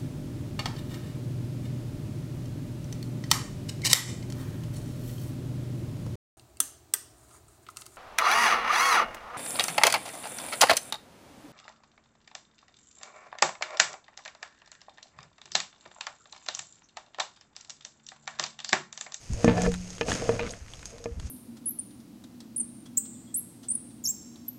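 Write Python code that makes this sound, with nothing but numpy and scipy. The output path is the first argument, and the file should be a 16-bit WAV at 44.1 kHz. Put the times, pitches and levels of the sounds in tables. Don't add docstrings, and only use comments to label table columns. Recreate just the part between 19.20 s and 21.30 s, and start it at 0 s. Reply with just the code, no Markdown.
import sys
import numpy as np
from scipy import signal
from scipy.fft import rfft, irfft
from scipy.io import wavfile
from scipy.ndimage import uniform_filter1d

SR = 44100
rng = np.random.default_rng(int(sys.argv[2]) if len(sys.argv) > 2 else 0)


def bounce(signal):
    frames = np.transpose(np.atleast_2d(signal))
    limited = np.clip(frames, -1, 1)
    pcm = np.round(limited * 32767).astype(np.int16)
    wavfile.write(sys.argv[1], SR, pcm)


N = 92610
TIME_S = np.arange(N) / SR


def from_db(db):
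    return 10 ** (np.asarray(db) / 20)


def unit_rms(x):
    return x / np.sqrt(np.mean(x ** 2) + 1e-20)


def envelope(curve):
    return from_db(np.interp(TIME_S, *np.transpose(curve)))


def decay(start_s, decay_s):
    return (TIME_S >= start_s) * np.exp(-np.maximum(TIME_S - start_s, 0) / decay_s)


def colour(x, spectrum):
    hz, db = np.transpose(spectrum)
    bins_hz = np.fft.rfftfreq(N, 1 / SR)
    gain = from_db(np.interp(np.log(bins_hz + 1), np.log(hz), db))
    cepstrum = irfft(np.log(unit_rms(gain)), N)
    cepstrum[1:N // 2] *= 2
    cepstrum[N // 2 + 1:] = 0
    impulse_response = irfft(np.exp(rfft(cepstrum)), N)[:SR // 10]
    return signal.fftconvolve(x, impulse_response)[:N]


def resonance(x, hz, width_hz):
    r, w = np.exp(-np.pi * width_hz / SR), 2 * np.pi * hz / SR
    return signal.lfilter(np.array([1, 0, -1]) * (1 - r * r) / 2, [1, -2 * r * np.cos(w), r * r], x + 1e-18)


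def butterworth(x, kind, hz, order):
    return signal.sosfilt(signal.butter(order, hz, kind, fs=SR, output="sos"), x)


def grains(per_s, spread_db):
    sizes = from_db(spread_db * np.minimum(rng.exponential(1, N), 4.5))
    signs = rng.choice([-1, 1], N)
    return unit_rms(sizes * signs * (rng.random(N) < per_s / SR))


def fracture(start_s, decay_s, click_gain):
    click = np.arange(N) == int(start_s * SR)
    return click_gain * click + rng.standard_normal(N) * decay(start_s, decay_s)


def woods(level_db=-66.5):
    # frequency in Hz, relative gain in dB.
    spectrum = [(30, -6), (110, 13.5), (250, -18), (1000, 3.5), (4000, -30), (7000, -12), (11000, -11),
                (14000, -19)]
    return from_db(level_db) * colour(rng.standard_normal(N), spectrum)


def air():
    # time in seconds, level in dB.
    gusts = [(0, -59), (0.08, -49.5), (0.105, -26), (0.155, -30), (0.19, -41), (0.3, -34), (0.42, -42),
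             (0.48, -27), (0.56, -40.5), (0.68, -48.5), (0.84, -46), (0.9, -40), (0.98, -42), (1.25, -41.5),
             (1.4, -53.5), (1.66, -50), (1.955, -55), (1.98, -35), (2.1, -41.5)]
    # frequency in Hz, relative gain in dB.
    spectrum = [(15, -8), (38, -1), (70, -7.5), (115, -3.5), (160, -15), (260, -20.5), (500, -45),
                (1500, -76)]
    return envelope(gusts) * colour(rng.standard_normal(N), spectrum)


def bumps(hz=65.4):
    # centre in seconds, level in dB.
    events = [(0.116, -37), (0.145, -23), (1.424, -33.5), (1.925, -30), (1.978, -27.5), (2.055, -26.5)]
    out = 0
    for centre_s, db in events:
        cycles = (TIME_S - centre_s) * hz
        out += from_db(db) * np.cos(2 * np.pi * cycles) * np.exp(-2 * cycles ** 2)
    return out


def mount(low_force, main_force, high_force):
    # frequency in Hz, gain in dB, T60 in seconds.
    modes = [(113.3, -16.5, 0.48), (180, -13, 1), (237.8, -0.5, 0.15), (306.5, -4.5, 0.15),
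             (467.9, -4, 0.17), (491, -10.5, 0.067), (615, -5, 0.044), (702, -25, 0.063),
             (901, -21.5, 0.057), (954, -16.5, 0.038), (1217, -28, 0.15), (1740, -22, 0.078),
             (2117, -14, 0.024), (2448, -13, 0.032)]
    out = 0
    for k, (hz, db, t60_s) in enumerate(modes):
        if hz > 800:
            force = (-1) ** (k + 1) * high_force
        else:
            force = low_force if 150 < hz < 350 else main_force
        r, w = np.exp(-np.log(1000) / (t60_s * SR)), 2 * np.pi * hz / SR
        out += from_db(db) * signal.lfilter([0, np.sin(w)], [1, -2 * r * np.cos(w), r * r], force + 1e-18)
    return butterworth(out, "high", hz=68, order=2)


def rubbing(low_db=-9.5, high_db=-4, scuff_db=-3):
    # time in seconds, level in dB.
    friction = [(0, -84), (0.12, -65.5), (0.2, -41), (0.235, -51.5), (0.29, -34), (0.34, -31), (0.39, -35),
                (0.475, -31.5), (0.51, -70), (0.66, -59), (0.8, -58.5), (0.9, -31.5), (0.97, -42.5),
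                (1.13, -35.5), (1.18, -44), (1.22, -41.5), (1.33, -47.5), (1.42, -68), (1.69, -62),
                (1.73, -50.5), (1.82, -54.5), (1.95, -59.5), (2.1, -73)]
    # frequency in Hz, relative gain in dB.
    scuff_spectrum = [(150, -17), (260, -9), (380, -24.5), (520, 0.5), (680, -1.5), (820, -15.5),
                      (1200, -22.5), (4000, -54)]
    gain = envelope(friction)
    slips = grains(per_s=2500, spread_db=4) * from_db([[low_db], [0], [high_db]])
    ring = mount(*(slips * gain)) / np.std(mount(*slips))
    scuff = colour(rng.standard_normal(N) * gain, scuff_spectrum)
    return ring + from_db(scuff_db) * scuff


def squeaks(waver_depth=0.0175):
    # peak time, rise and release in seconds, pitch in Hz, rms level at the peak in dB.
    events = [(0.29, 0.058, 0.047, 1760, -40), (0.38, 0.029, 0.04, 727, -29.5),
              (0.396, 0.03, 0.008, 467, -26), (0.39, 0.033, 0.016, 1745, -39.5),
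              (0.46, 0.026, 0.01, 1738, -34), (0.48, 0.02, 0.019, 470, -19.5),
              (0.45, 0.14, 0.099, 181, -27.5), (0.283, 0.0025, 0.025, 885, -30),
              (1.222, 0.014, 0.024, 470, -31.5)]
    out = 0
    for peak_s, rise_s, release_s, hz, db in events:
        waver = unit_rms(uniform_filter1d(rng.standard_normal(N), size=200))
        phase = 2 * np.pi * np.cumsum(hz * (1 + waver_depth * waver)) / SR
        rise = np.clip(1 + (TIME_S - peak_s) / rise_s, 0, 1) * (TIME_S < peak_s)
        swell = rise + decay(peak_s, release_s)
        out += from_db(db) * swell * np.sqrt(2) * np.sin(phase)
    return out


def knocks():
    # start in seconds, then force, low-mode offset, high-mode offset and crack level in dB.
    jolts = [(0.2446, -13, 1, -5, -21), (0.2790, -12.5, -1, 3, -22.5), (0.38, -20.5, -21, -2, -27.5),
             (0.4632, -21, -11, -1, -26), (0.8110, -20, -13, 7, -21), (0.8179, -33, -1, 10, -27.5),
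             (0.884, -28.5, -3, 0, -24.5), (0.9183, -37, -1.5, -4, -29), (0.998, -37, -12, 10, -32),
             (1.023, -23.5, -26, -12, -59), (1.0922, -12.5, -17.5, -5, -23), (1.136, -32, -19, -12, -50),
             (1.1932, -32.5, -30, 19, -24), (1.2038, -27.5, -14, 2, -50), (1.8580, -24, -13, -2, -38.5)]
    # frequency in Hz, relative gain in dB.
    crack_spectrum = [(300, -14), (800, 18), (1500, 8), (3000, 2.5), (4200, -13), (7000, -13), (14000, -58)]
    forces, cracks = np.zeros((3, N)), 0
    for start_s, db, low_db, high_db, crack_db in jolts:
        forces[:, int(start_s * SR)] = from_db([db + low_db, db, db + high_db])
        cracks += from_db(crack_db) * fracture(start_s, decay_s=0.0022, click_gain=3.8)
    return mount(*forces) + colour(cracks, crack_spectrum)


def leaves(hiss_gain=0.39):
    # time in seconds, level in dB.
    stirring = [(0, -55.5), (0.11, -49.5), (0.23, -46), (0.3, -48), (0.39, -45), (0.45, -40.5), (0.51, -47),
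                (0.6, -50), (0.75, -48), (0.84, -53), (0.9, -35.5), (0.945, -36), (1.02, -43.5),
                (1.09, -42), (1.22, -51.5), (1.28, -47.5), (1.35, -53.5), (1.44, -58), (1.53, -52.5),
                (1.64, -56), (1.68, -50.5), (1.74, -56), (1.9, -62), (1.98, -62.5), (2.07, -51), (2.1, -60)]
    # frequency in Hz, relative gain in dB.
    spectrum = [(500, 6), (1200, -5.5), (2500, 1.5), (3800, -4), (5000, 3), (6500, 3.5), (8000, -2.5),
                (9600, -8), (11200, -22), (14000, -28)]
    crackle = grains(per_s=4000, spread_db=3.5) + hiss_gain * rng.standard_normal(N)
    return colour(unit_rms(crackle) * envelope(stirring), spectrum)


def snaps(settling_db=-17, settling_s=0.014, broad_mix_db=-7.5):
    # start in seconds, burst level in dB, pitch in Hz, weight of the broad crack in dB.
    events = [(0.1340, -27, 6360, -4), (0.2457, -27, 6300, 6), (0.374, -28, 4840, -7),
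              (0.409, -31, 5200, -15), (0.4185, -22, 6660, 4.5), (0.435, -28, 5500, -6),
              (0.472, -37, 5030, -8), (0.518, -35, 5170, 11.5), (0.5402, -32.5, 4200, 10.5),
              (0.704, -30.5, 5440, -9), (0.7291, -36, 3300, -7), (0.782, -34.5, 3250, 1),
              (0.8118, -35, 4900, -5), (0.871, -32, 6900, -22), (0.8892, -25, 6000, -6),
              (0.9193, -20, 3360, -5), (0.951, -25, 6540, -17), (1.293, -31.5, 3900, -8),
              (1.3073, -25.5, 6460, -11), (1.3215, -31, 8900, -18), (1.482, -41.5, 2200, 1),
              (1.5363, -36.5, 3320, 3.5), (1.593, -37.5, 2850, -4), (1.6294, -38, 1180, 4),
              (1.656, -22.5, 6300, -9), (1.7045, -46, 1290, 11), (1.7825, -36, 4230, -4),
              (1.8412, -30.5, 5400, -2), (1.9985, -37, 4100, 8)]
    # frequency in Hz, relative gain in dB.
    splinter_spectrum = [(250, -9), (900, 11), (2000, 7.5), (4000, -3), (7000, 8), (9500, 1), (11500, -19),
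                         (14000, -16)]
    pitched, broad = 0, 0
    for start_s, db, hz, broad_db in events:
        settling = from_db(settling_db) * decay(start_s, settling_s) * rng.standard_normal(N)
        burst = from_db(db) * (fracture(start_s, decay_s=0.0018, click_gain=2.2) + settling)
        pitched += 2 * resonance(burst, hz, width_hz=1310)
        broad += from_db(broad_db) * burst
    pitched = butterworth(pitched, "low", hz=9500, order=4)
    return pitched + from_db(broad_mix_db) * colour(broad, splinter_spectrum)


def creaks(width_hz=230, overtone_ratio=1.54, overtone_db=-10.5):
    # start in seconds, level in dB, pitch in Hz.
    ticks = [(0.8112, -22.5, 3115), (0.8299, -32.5, 2680), (0.9179, -20, 1690), (1.195, -27.5, 2620),
             (1.2035, -27, 2360), (1.2122, -33, 2440), (1.2257, -37, 2500), (1.2365, -44, 2350),
             (1.265, -31, 2130), (1.3367, -39.5, 2000)]
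    out = 0
    for start_s, db, hz in ticks:
        hiss = rng.standard_normal(N)
        overtone = from_db(overtone_db) * resonance(hiss, hz * overtone_ratio, width_hz)
        tone = unit_rms(resonance(hiss, hz, width_hz) + overtone)
        out += from_db(db) * decay(start_s, decay_s=0.0024) * tone
    return butterworth(out, "low", hz=5500, order=2)


def crust(hiss_gain=0.55):
    # time in seconds, level in dB.
    crushing = [(0, -66), (0.23, -46), (0.29, -30), (0.32, -31.5), (0.35, -41.5), (0.46, -34), (0.505, -62),
                (0.55, -37), (0.57, -62), (0.85, -53), (0.895, -32.5), (0.93, -36.5), (1.03, -40.5),
                (1.15, -42.5), (1.185, -49.5), (1.205, -39.5), (1.27, -36.5), (1.31, -60), (1.335, -45),
                (1.39, -56), (1.6, -58), (1.9, -60), (2.1, -57)]
    # frequency in Hz, relative gain in dB.
    spectrum = [(250, 14.5), (700, -3), (1300, 5.5), (2500, 0), (3600, -5.5), (6000, -16.5), (14000, -60)]
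    crunch = grains(per_s=990, spread_db=4.5) + hiss_gain * rng.standard_normal(N)
    return colour(unit_rms(crunch) * envelope(crushing), spectrum)


def scene():
    background = woods() + air()
    handling = bumps() + rubbing() + squeaks() + knocks()
    footfalls = leaves() + snaps() + creaks() + crust()
    return (background + handling + footfalls)[None]


def record(dry):
    port_db, cutoff_hz = 6, 13900
    port_ring = from_db(port_db) * resonance(dry, hz=6494, width_hz=91)
    return signal.sosfilt(signal.ellip(10, .2, 80, cutoff_hz, fs=SR, output="sos"), dry + port_ring)


dry = scene()
out = record(dry)
bounce(out)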